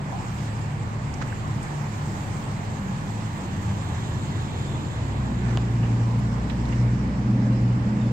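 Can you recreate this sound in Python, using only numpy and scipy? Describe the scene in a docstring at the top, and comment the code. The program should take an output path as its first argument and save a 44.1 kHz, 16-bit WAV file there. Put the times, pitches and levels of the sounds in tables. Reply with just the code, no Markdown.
"""Engines drone under a wash of tyre noise, heard from an open lot with boats and sheds by a road.
After five seconds a deep exhaust goes by, drops in pitch and pulls away; a gruffer truck follows.
Ticks and scuffs on concrete sound close by, and a small bird chirps far off.
Engines are sums of shaky sine waves; tyres, rumble and breeze are shaped noise; ticks and scuffs are
short bursts of noise; a snapping piece of grit is a set of dying sine waves."""
import sys
import numpy as np
from scipy import signal
from scipy.fft import rfft, irfft, next_fast_len
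from scipy.io import wavfile
from scipy.ndimage import uniform_filter1d

SR = 44100
rng = np.random.default_rng(int(sys.argv[2]) if len(sys.argv) > 2 else 0)


def master_out(mix):
    """Clip the mix to full scale and print it as 16-bit PCM to the path in sys.argv[1]."""
    frames = np.transpose(np.atleast_2d(mix))
    ceiling = np.clip(frames, -1, 1)
    pcm = np.round(ceiling * 32767).astype(np.int16)
    wavfile.write(sys.argv[1], SR, pcm)


N = 358091
TIME = np.arange(N) / SR  # seconds

# All spectrum tables give relative strength; each noise gets its overall level separately.
# light air on each microphone: pitch_hz, density_db (per Hz)
BREEZE_SPECTRUM = [(20, -23), (60, -2), (120, 4.5), (200, -1), (400, -20.5), (1000, -60), (4000, -100)]
BREEZE_DB = -44.5

# many engines blurred into a low rumble: pitch_hz, density_db (per Hz)
RUMBLE_SPECTRUM = [(20, -30.5), (35, -26.5), (50, -15.5), (70, -6), (100, -1.5), (135, -1.5), (172, -8),
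                   (210, -7), (245, -19.5), (400, -28.5), (1000, -68)]
# steady, with one broad swell
RUMBLE_DB = -32.5
RUMBLE_SWELL_S, RUMBLE_SWELL_DB, RUMBLE_SWELL_WIDTH_S = 5.5, 2, 1.7
# rough exhaust noise above the rumble: pitch_hz, density_db (per Hz)
BLARE_SPECTRUM = [(100, -26), (180, -3), (220, 2), (295, -0.5), (340, -3.5), (415, -9.5), (490, -11),
                  (600, -12), (900, -24.5), (2000, -65.5)]
# it grows around four seconds, before the exhaust goes by
BLARE_DB, BLARE_GROWTH_DB, BLARE_GROW_S, BLARE_EASE_S = -41, 5, 4.1, 0.57

HUM_HZ, HUM_DB = 40.6, -46  # an idling engine
# wavering drone near 110 Hz, from the exhaust that is coming closer: time_s, pitch_hz, level_db
DRONE = [(0, 119.1, -38), (.55, 107.8, -31.5), (.8, 108, -36), (1.25, 115.9, -34.5), (1.7, 103.9, -37.5),
         (2.9, 107.8, -37.5), (3.25, 108.2, -31), (3.46, 107.5, -51), (3.7, 108.6, -28), (4.2, 112, -36.5),
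         (4.8, 113.8, -38.5), (5.03, 107, -27), (5.2, 98.6, -36)]
# fainter engine lines, each on one even glide; some may belong to the approaching exhaust:
# start_s, end_s, start_hz, end_hz, level_db
FAINT_LINES = [(0.04, 2.206, 145.5, 145.5, -34), (2, 4.2, 149, 159, -39.5), (4, 8.12, 139, 139.5, -38),
               (-0.5, 0.41, 180, 193, -41.5), (2.1, 4.1, 190, 196.5, -39), (1.5, 3.3, 209, 217, -43),
               (3.4, 4.9, 86, 76, -40.5), (3.6, 4.6, 91, 78, -39.5)]

# the side the road noise comes from: time_s, side (-1 right to 1 left, no unit)
BEARING = [(0, .54), (2, .3), (3, -.4), (5.5, -.3), (6.2, .5), (7.2, -0.26)]
# left minus right in the road noise: pitch_hz, difference_db
TILT = [(60, 0.5), (150, 0.5), (330, -1), (500, 1), (770, -3), (1170, -1.5), (1790, -5.5), (2740, -4.5),
        (4190, -4), (6400, -10.5), (7400, -5.5), (8300, 1.5), (10000, -2.5), (15000, -0.5)]
DIRECT_SHARE = 0.23  # share of the road noise that arrives straight along the road
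# roar of tread on the road: pitch_hz, density_db (per Hz)
ROAR_SPECTRUM = [(200, -11.5), (400, -2.5), (600, -3.5), (850, 2.5), (1080, 0.5), (1350, -5.5),
                 (1750, -5.5), (2400, -10.5), (3200, -17), (4500, -22), (7000, -36), (10000, -54)]
# finer tyre hiss: pitch_hz, density_db (per Hz)
HISS_SPECTRUM = [(1000, -19), (3000, -0.5), (4200, -1.5), (5400, -2.5), (6300, -1.5), (7400, 3),
                 (8100, 1.5), (8800, -9.5), (9600, -28), (16000, -46.5)]
# the finest fizz: pitch_hz, density_db (per Hz)
FIZZ_SPECTRUM = [(6000, -27), (8500, 4), (9500, -0.5), (10500, -2.5), (12500, -0.5), (16000, -5)]
# treble level that roar, hiss and fizz follow: time_s, level_db
TREBLE = [(0.0, -57), (0.13, -54), (0.42, -52), (0.78, -55.5), (1.12, -55), (1.27, -54), (2.19, -52),
          (2.66, -53.5), (3.89, -53), (4.88, -54.5), (5.26, -55.5), (6.61, -55.5), (7.23, -59),
          (8.04, -57.5)]
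TREBLE_USUAL_DB = -54.5
# each layer: level at the usual treble (dB), and dB gained per dB of treble
ROAR_DB, ROAR_FOLLOWS = -38.5, .25
HISS_DB, HISS_FOLLOWS = -51.5, 1.43
FIZZ_DB, FIZZ_FOLLOWS = -66, 2.2
# thin steady hiss around 5 kHz that comes up after five and a half seconds:
# pitch_hz, density_db (per Hz)
THIN_HISS_SPECTRUM = [(1000, -48), (3300, -18), (4100, -7.5), (5300, -0.5), (6200, -6.5), (8000, -18),
                      (9500, -48.5)]
THIN_HISS_S, THIN_HISS_EASE_S, THIN_HISS_DB = 5.6, .12, -57.5
# one nearer car, hissing past on the right: pitch_hz, density_db (per Hz)
NEAR_HISS_SPECTRUM = [(700, -9), (1600, 1), (2400, -10.5), (3350, 5), (3750, 4), (4150, -1), (5000, -16),
                      (6000, -12.5), (7300, 0.5), (8200, -10.5), (9200, -24), (16000, -45)]
NEAR_CAR_S, NEAR_CAR_DB, NEAR_CAR_WIDTH_S = 4.46, -49, 1.24

# a small bird far off: start_s, length_s, start_hz, end_hz, level_db (peak, before roughness and echo)
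CHIRPS = [(4.654, 0.048, 3330, 3600, -51), (4.705, .085, 3550, 3460, -57), (7.37, .04, 3950, 4080, -60),
          (7.51, .045, 4120, 3970, -58), (7.98, .11, 3830, 3500, -57)]

# ticks and a far clank: start_s, level_db (before the decay and soft start), centre_hz,
# half_width_octaves, decay_t60_s, left_minus_right_db
TICKS = [(.115, -30.5, 830, 0.28, 0.52, 0), (1.139, -34.5, 6100, .38, 0.033, -8),
         (1.274, -49, 7000, 0.73, .025, 0), (1.325, -34, 1600, .2, .036, -5),
         (1.626, -43, 8000, 0.25, .097, 2), (5.83, -38, 2680, 0.18, 0.088, -3),
         (6.187, -52, 9000, .35, 0.076, -3), (6.497, -33, 2600, 0.77, 0.054, -9.5),
         (6.653, -41, 3497, .89, 0.036, -7), (6.687, -43, 5000, 0.74, .04, -4),
         (6.725, -33, 1800, 0.77, 0.051, -6)]
# scuffs on the concrete: peak_s, half_length_s, level_db
SCUFFS = [(1.222, .013, -34.5), (5.49, 0.083, -41), (6.76, 0.15, -46.5)]
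# sound of the scuffing grains: pitch_hz, density_db (per Hz)
SCUFF_SPECTRUM = [(200, -20), (600, -1), (1200, 0), (2100, -1.5), (3000, -13.5), (7500, -16.5),
                  (10000, -41)]
GRAINS_PER_S = 1500
# a piece of grit snaps and settles: start_s, level_db, pitch_factor (no unit)
SNAPS = [(5.5731, -17, 0.99), (5.5788, -23, 0.5)]
# what it rings with, before the pitch factor: pitch_hz, level_db (within the ring), decay_t60_s
SNAP_MODES = [(400, -11, .014), (680, -5, .011), (1110, -6, 0.012), (1750, -8, .007), (2900, -2, .0063),
              (3470, -3, 0.0039), (4750, -9, 0.0039), (6900, -13, 0.0048)]

# a truck pulling away under load: time_s, shaft_rate_hz, level_db
TRUCK = [(6.5, 20.7, -45), (7.0, 20.84, -34.5), (7.25, 21, -33), (7.5, 21.1, -26.5), (7.72, 21.14, -35.5),
         (7.9, 21.16, -32), (8.12, 21.1, -34.5)]
# its orders: multiple of the shaft rate (no unit), level_db (within the cluster)
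TRUCK_ORDERS = [(9, -0.5), (10, -0.5), (12, -9), (13, -13), (14, -10.5), (14.5, -12.5), (23, -22.5),
                (25, -19), (29, -21.5)]

# the passing exhaust: its pulse rate drops as it goes by, then climbs a little as it pulls away
APPROACH_HZ, PAST_HZ, PULLING_HZ = 75.9, 57.88, 59.9
PASS_S, PASS_EASE_S = 5.09, 0.1498
PULL_S, PULL_EASE_S = 6.42, .17
ARRIVE_S, ARRIVE_EASE_S = 5.02, .07  # its lowest order is heard first
OPEN_S, OPEN_EASE_S = 5.225, 0.11  # the others open up once the tailpipe faces the microphone
FIRST_DB, SECOND_DB, UPPER_DB = -31, -22.5, -31
# its upper orders: multiple of the pulse rate (no unit), level_db (added to UPPER_DB)
UPPER_ORDERS = [(3, -5), (3.5, -6.5), (4, -7.5), (4.5, -15.5), (5, -16.5), (6, -31), (7, -24), (8, -25.5)]
# brief dips of its first order: centre_s, depth_db, half_width_s
FIRST_DIPS = [(5.95, 6, 0.34), (7.41, 10, 0.16), (7.92, 11, 0.23)]
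# brief dips of its second order: centre_s, depth_db, half_width_s
SECOND_DIPS = [(5.39, 4.3, 0.088), (6.5, 9.8, 0.17), (7.1, 8.3, .12), (7.92, 7, 0.094)]

EDGE_HZ = 15760  # the treble is cut off here


def amp(db):
    """Turns decibels into a gain."""
    return 10 ** (np.asarray(db) / 20)


def evened(x):
    """Scales to an average strength (rms) of 1."""
    return x / np.sqrt(np.mean(x ** 2) + 1e-20)


def read(points, hz):
    """Reads a spectrum table at the given pitches, along a log-frequency axis."""
    f, value = np.transpose(points)
    return np.interp(np.log(hz + 1), np.log(f + 1), value)


def follow(rows, t=TIME):
    """Reads the columns of a curve table at the times t."""
    s, *columns = np.transpose(rows)
    return [np.interp(t, s, column) for column in columns]


def step(s, ease_s):
    """A smooth rise from 0 to 1, halfway at s."""
    return (1 + np.tanh((TIME - s) / (2 * ease_s))) / 2


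def bell(s, width_s):
    """A smooth swell from 0 to 1 and back, highest at s."""
    return np.exp(-((TIME - s) / width_s) ** 2)


def dipped(db, dips):
    """The gain of a steady level with brief dips in it."""
    drop_db = sum(depth_db * bell(s, width_s) for s, depth_db, width_s in dips)
    return amp(db - drop_db)


def fade(start, end, seconds=0.23):
    """Lets an engine sound emerge from the traffic and sink back into it."""
    outside_s = np.maximum(start - TIME, TIME - end)
    return np.clip(1 - outside_s / seconds, 0, 1)


def wander(rate_hz):
    """A random drift of rms 1, with little movement faster than rate_hz."""
    t = np.arange(4096) / 400
    hz = np.fft.rfftfreq(len(t), t[1])
    slow = irfft(rfft(rng.standard_normal(len(t))) / (1 + (hz / rate_hz) ** 4))
    return evened(np.interp(TIME, t, slow))


def panned(db):
    """Left and right gains for a level difference, left minus right."""
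    return amp(np.array([[db], [-db]]) / 2)


def add(mix, s, sound):
    """Adds a short sound to the mix at s seconds."""
    part = mix[:, round(s * SR):][:, :sound.shape[1]]
    part += sound[:, :part.shape[1]]


def shaped_noise(noise, spectrum):
    """Colours two channels of noise with a spectrum table."""
    count = next_fast_len(N)
    gain = amp(read(spectrum, np.fft.rfftfreq(count, 1 / SR)))
    return evened(irfft(rfft(noise, count) * gain, count)[:, :N])


def road_noise(spectrum, direct_share, bearing, patchy_db, size, spacing_ms=0.422):
    """Noise from the road at two spaced microphones; moving air makes it patchy."""
    hop = size // 4
    t = np.arange(N // hop + 5) * hop / SR
    hz = np.fft.rfftfreq(size, 1 / SR)
    a, b, c, d, patches = rng.standard_normal((len(t), len(hz), 5)).T
    patches = uniform_filter1d(patches, size=14, axis=0)  # smooth over pitch, then over time
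    patches = evened(uniform_filter1d(patches, size=16, axis=1))
    direct = np.clip(direct_share, 0, 1)
    side = np.clip(follow(bearing, t)[0], -1, 1)
    # sound along the road reaches one microphone late; scattered sound is alike only in the bass
    lag = 2 * np.pi * hz[:, None] * spacing_ms / 1000
    along_road = np.cos(lag) - 1j * side * np.sin(lag)
    alike = direct * along_road + (1 - direct) * np.sinc(lag / np.pi)
    left = a + 1j * b
    right = alike * left + np.sqrt(np.maximum(1 - abs(alike) ** 2, 0)) * (c + 1j * d)
    tilt_db = read(TILT, hz)[:, None] / 2
    pair = np.array([left * amp(tilt_db), right * amp(-tilt_db)])
    pair = pair * amp(read(spectrum, hz)[:, None] + patchy_db * patches)
    return evened(signal.istft(pair, nperseg=size, noverlap=size - hop)[1][:, :N])


def engine_note(turns, flutter, flutter_hz):
    """One engine order, its strength and phase shaken by uneven firing and moving air."""
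    shake = 1 + flutter * (wander(flutter_hz) + 1j * wander(flutter_hz))
    spin = np.exp(2j * np.pi * (turns + rng.random()))
    return evened((shake * spin).real)


def breeze():
    """A faint low flutter of air, unrelated between the two microphones."""
    return amp(BREEZE_DB) * shaped_noise(rng.standard_normal((2, N)), BREEZE_SPECTRUM)


def rumble():
    """Many engines blur into a low rumble, with rougher exhaust noise above it."""
    low_db = RUMBLE_DB + RUMBLE_SWELL_DB * bell(RUMBLE_SWELL_S, RUMBLE_SWELL_WIDTH_S)
    blare_db = BLARE_DB + BLARE_GROWTH_DB * step(BLARE_GROW_S, BLARE_EASE_S)
    low = road_noise(RUMBLE_SPECTRUM, DIRECT_SHARE, BEARING, patchy_db=1.0, size=4096)
    blare = road_noise(BLARE_SPECTRUM, DIRECT_SHARE, BEARING, patchy_db=1.0, size=2048)
    return amp(low_db) * low + amp(blare_db) * blare


def engine_drones():
    """An idling hum, the wavering drone of the approaching exhaust, and fainter engine lines."""
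    out = amp(HUM_DB) * engine_note(HUM_HZ * TIME, flutter=.08, flutter_hz=3)
    hz, db = follow(DRONE)
    drone = engine_note(np.cumsum(hz) / SR, flutter=0.25, flutter_hz=7.1)
    out = out + fade(DRONE[0][0], DRONE[-1][0]) * amp(db) * drone
    for start, end, start_hz, end_hz, db in FAINT_LINES:
        hz = np.interp(TIME, [start, end], [start_hz, end_hz])
        note = engine_note(np.cumsum(hz) / SR, flutter=0.42, flutter_hz=5.3)
        out = out + fade(start, end) * amp(db) * note
    return out * panned(-.4)


def tyres():
    """Roar of tread on the road, finer hiss that only the nearer cars carry this far, and a thin hiss."""
    swell_db = follow(TREBLE)[0] - TREBLE_USUAL_DB
    roar_db = ROAR_DB + ROAR_FOLLOWS * swell_db
    hiss_db = HISS_DB + HISS_FOLLOWS * swell_db + 0.6 * wander(rate_hz=40)
    fizz_db = FIZZ_DB + FIZZ_FOLLOWS * swell_db + .7 * wander(rate_hz=25)
    thin_gain = amp(THIN_HISS_DB) * step(THIN_HISS_S, THIN_HISS_EASE_S)
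    roar = amp(roar_db) * road_noise(ROAR_SPECTRUM, DIRECT_SHARE, BEARING, patchy_db=1.1, size=1024)
    hiss = amp(hiss_db) * road_noise(HISS_SPECTRUM, DIRECT_SHARE, BEARING, patchy_db=1.7, size=512)
    fizz = amp(fizz_db) * road_noise(FIZZ_SPECTRUM, 0, BEARING, patchy_db=2.3, size=512)
    thin = thin_gain * road_noise(THIN_HISS_SPECTRUM, DIRECT_SHARE, BEARING, patchy_db=1.7, size=512)
    return roar + hiss + fizz + thin


def near_car():
    """Tyre hiss that swells and fades, arriving almost straight from the right."""
    hiss = road_noise(NEAR_HISS_SPECTRUM, .95, [(0, -.8)], patchy_db=1.6, size=1024)
    return amp(NEAR_CAR_DB) * bell(NEAR_CAR_S, NEAR_CAR_WIDTH_S) * hiss


def bird(echo_t60=.12, wet=1.0, rough=0.95):
    """Short, rough whistles that slide and settle, blurred by echoes from the boats and sheds."""
    out = np.zeros((2, N))
    for s, length, start_hz, end_hz, db in CHIRPS:
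        u = np.linspace(0, 1, round(length * SR))  # progress through the chirp
        hz = end_hz + (start_hz - end_hz) * (1 - u) ** 2
        whistle = np.sin(np.pi * u) * np.sin(2 * np.pi * np.cumsum(hz) / SR)
        add(out, s, amp(db) * whistle * panned(-2))
    out = out * evened(1 + rough * wander(rate_hz=110))
    t = np.arange(SR // 4) / SR
    tail = rng.standard_normal((2, len(t))) * amp(-60 * t / echo_t60)
    tail = tail / np.linalg.norm(tail[0])
    return out + wet * signal.oaconvolve(out, tail, axes=1)[:, :N]


def ticks(rise_share=0.021):
    """Dying bursts of noise, each in its own band; the longer ones start more softly."""
    out = np.zeros((2, N))
    t = np.arange(SR // 2) / SR
    hz = np.fft.rfftfreq(len(t), 1 / SR)
    for s, db, centre_hz, width, t60, pan_db in TICKS:
        band = 1 / (1 + (np.log2((hz + 1) / centre_hz) / width) ** 4)
        burst = evened(irfft(rfft(rng.standard_normal((2, len(t)))) * band, len(t)))
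        soft_start = 1 - np.exp(-t / (rise_share * t60))
        add(out, s, burst * amp(db - 60 * t / t60) * soft_start * panned(pan_db))
    return out


def scuffs():
    """Grit rubbed over concrete: sparse random grains under a soft swell."""
    grains = rng.standard_normal((2, N)) * (rng.random(N) < GRAINS_PER_S / SR)
    rasp = shaped_noise(grains, SCUFF_SPECTRUM)
    swells = sum(amp(db) * bell(s, half_s) for s, half_s, db in SCUFFS)
    return rasp * swells * panned(-5.5)


def grit():
    """A sharp snap that rings for a few milliseconds, duller at the later contact."""
    out = np.zeros((2, N))
    t = np.arange(SR // 20) / SR
    for s, level_db, pitch in SNAPS:
        ring = np.zeros(len(t))
        for k, (hz, db, t60) in enumerate(SNAP_MODES):
            sign = (-1) ** k  # every other mode starts downward
            ring += sign * amp(db - 60 * t / t60) * np.sin(2 * np.pi * hz * pitch * t)
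        add(out, s, amp(level_db) * ring * panned(-5))
    return out


def truck():
    """A higher, gruffer engine: a cluster of shaft orders that swells with the load."""
    hz, level_db = follow(TRUCK)
    turns = np.cumsum(hz) / SR
    # uneven shaft speed smears each order in proportion to its multiple
    orders = sum(amp(db) * engine_note(k * turns, flutter=0.03 * k, flutter_hz=.9 * k)
                 for k, db in TRUCK_ORDERS)
    return fade(TRUCK[0][0], TRUCK[-1][0]) * amp(level_db) * orders * panned(-.8)


def passing_exhaust():
    """Two strong, clean low orders and a burble of weaker ones, all on one shared pulse rate."""
    drop_hz = (PAST_HZ - APPROACH_HZ) * step(PASS_S, PASS_EASE_S)
    climb_hz = (PULLING_HZ - PAST_HZ) * step(PULL_S, PULL_EASE_S)
    turns = np.cumsum(APPROACH_HZ + drop_hz + climb_hz) / SR
    first = dipped(FIRST_DB, FIRST_DIPS) * engine_note(turns, flutter=.042, flutter_hz=8)
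    second = dipped(SECOND_DB, SECOND_DIPS) * engine_note(2 * turns, flutter=.11, flutter_hz=7)
    upper = sum(amp(db) * engine_note(k * turns, flutter=0.078 * k, flutter_hz=7)
                for k, db in UPPER_ORDERS)
    arriving = step(ARRIVE_S, ARRIVE_EASE_S) * first
    opening = step(OPEN_S, OPEN_EASE_S) * (second + amp(UPPER_DB) * upper)
    return (arriving + opening) * panned(-.1)


def scene():
    """Adds up the background, the small close sounds and the passing vehicles."""
    background = breeze() + rumble() + engine_drones() + tyres() + near_car() + bird()
    close_by = ticks() + scuffs() + grit()
    return background + close_by + truck() + passing_exhaust()


def record(dry):
    """The recorder's band limit: a steep low-pass filter."""
    low_pass = signal.firwin(1023, EDGE_HZ, window=("kaiser", 9), fs=SR)
    return signal.oaconvolve(dry, low_pass[None], "same")


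dry = scene()
out = record(dry)
master_out(out)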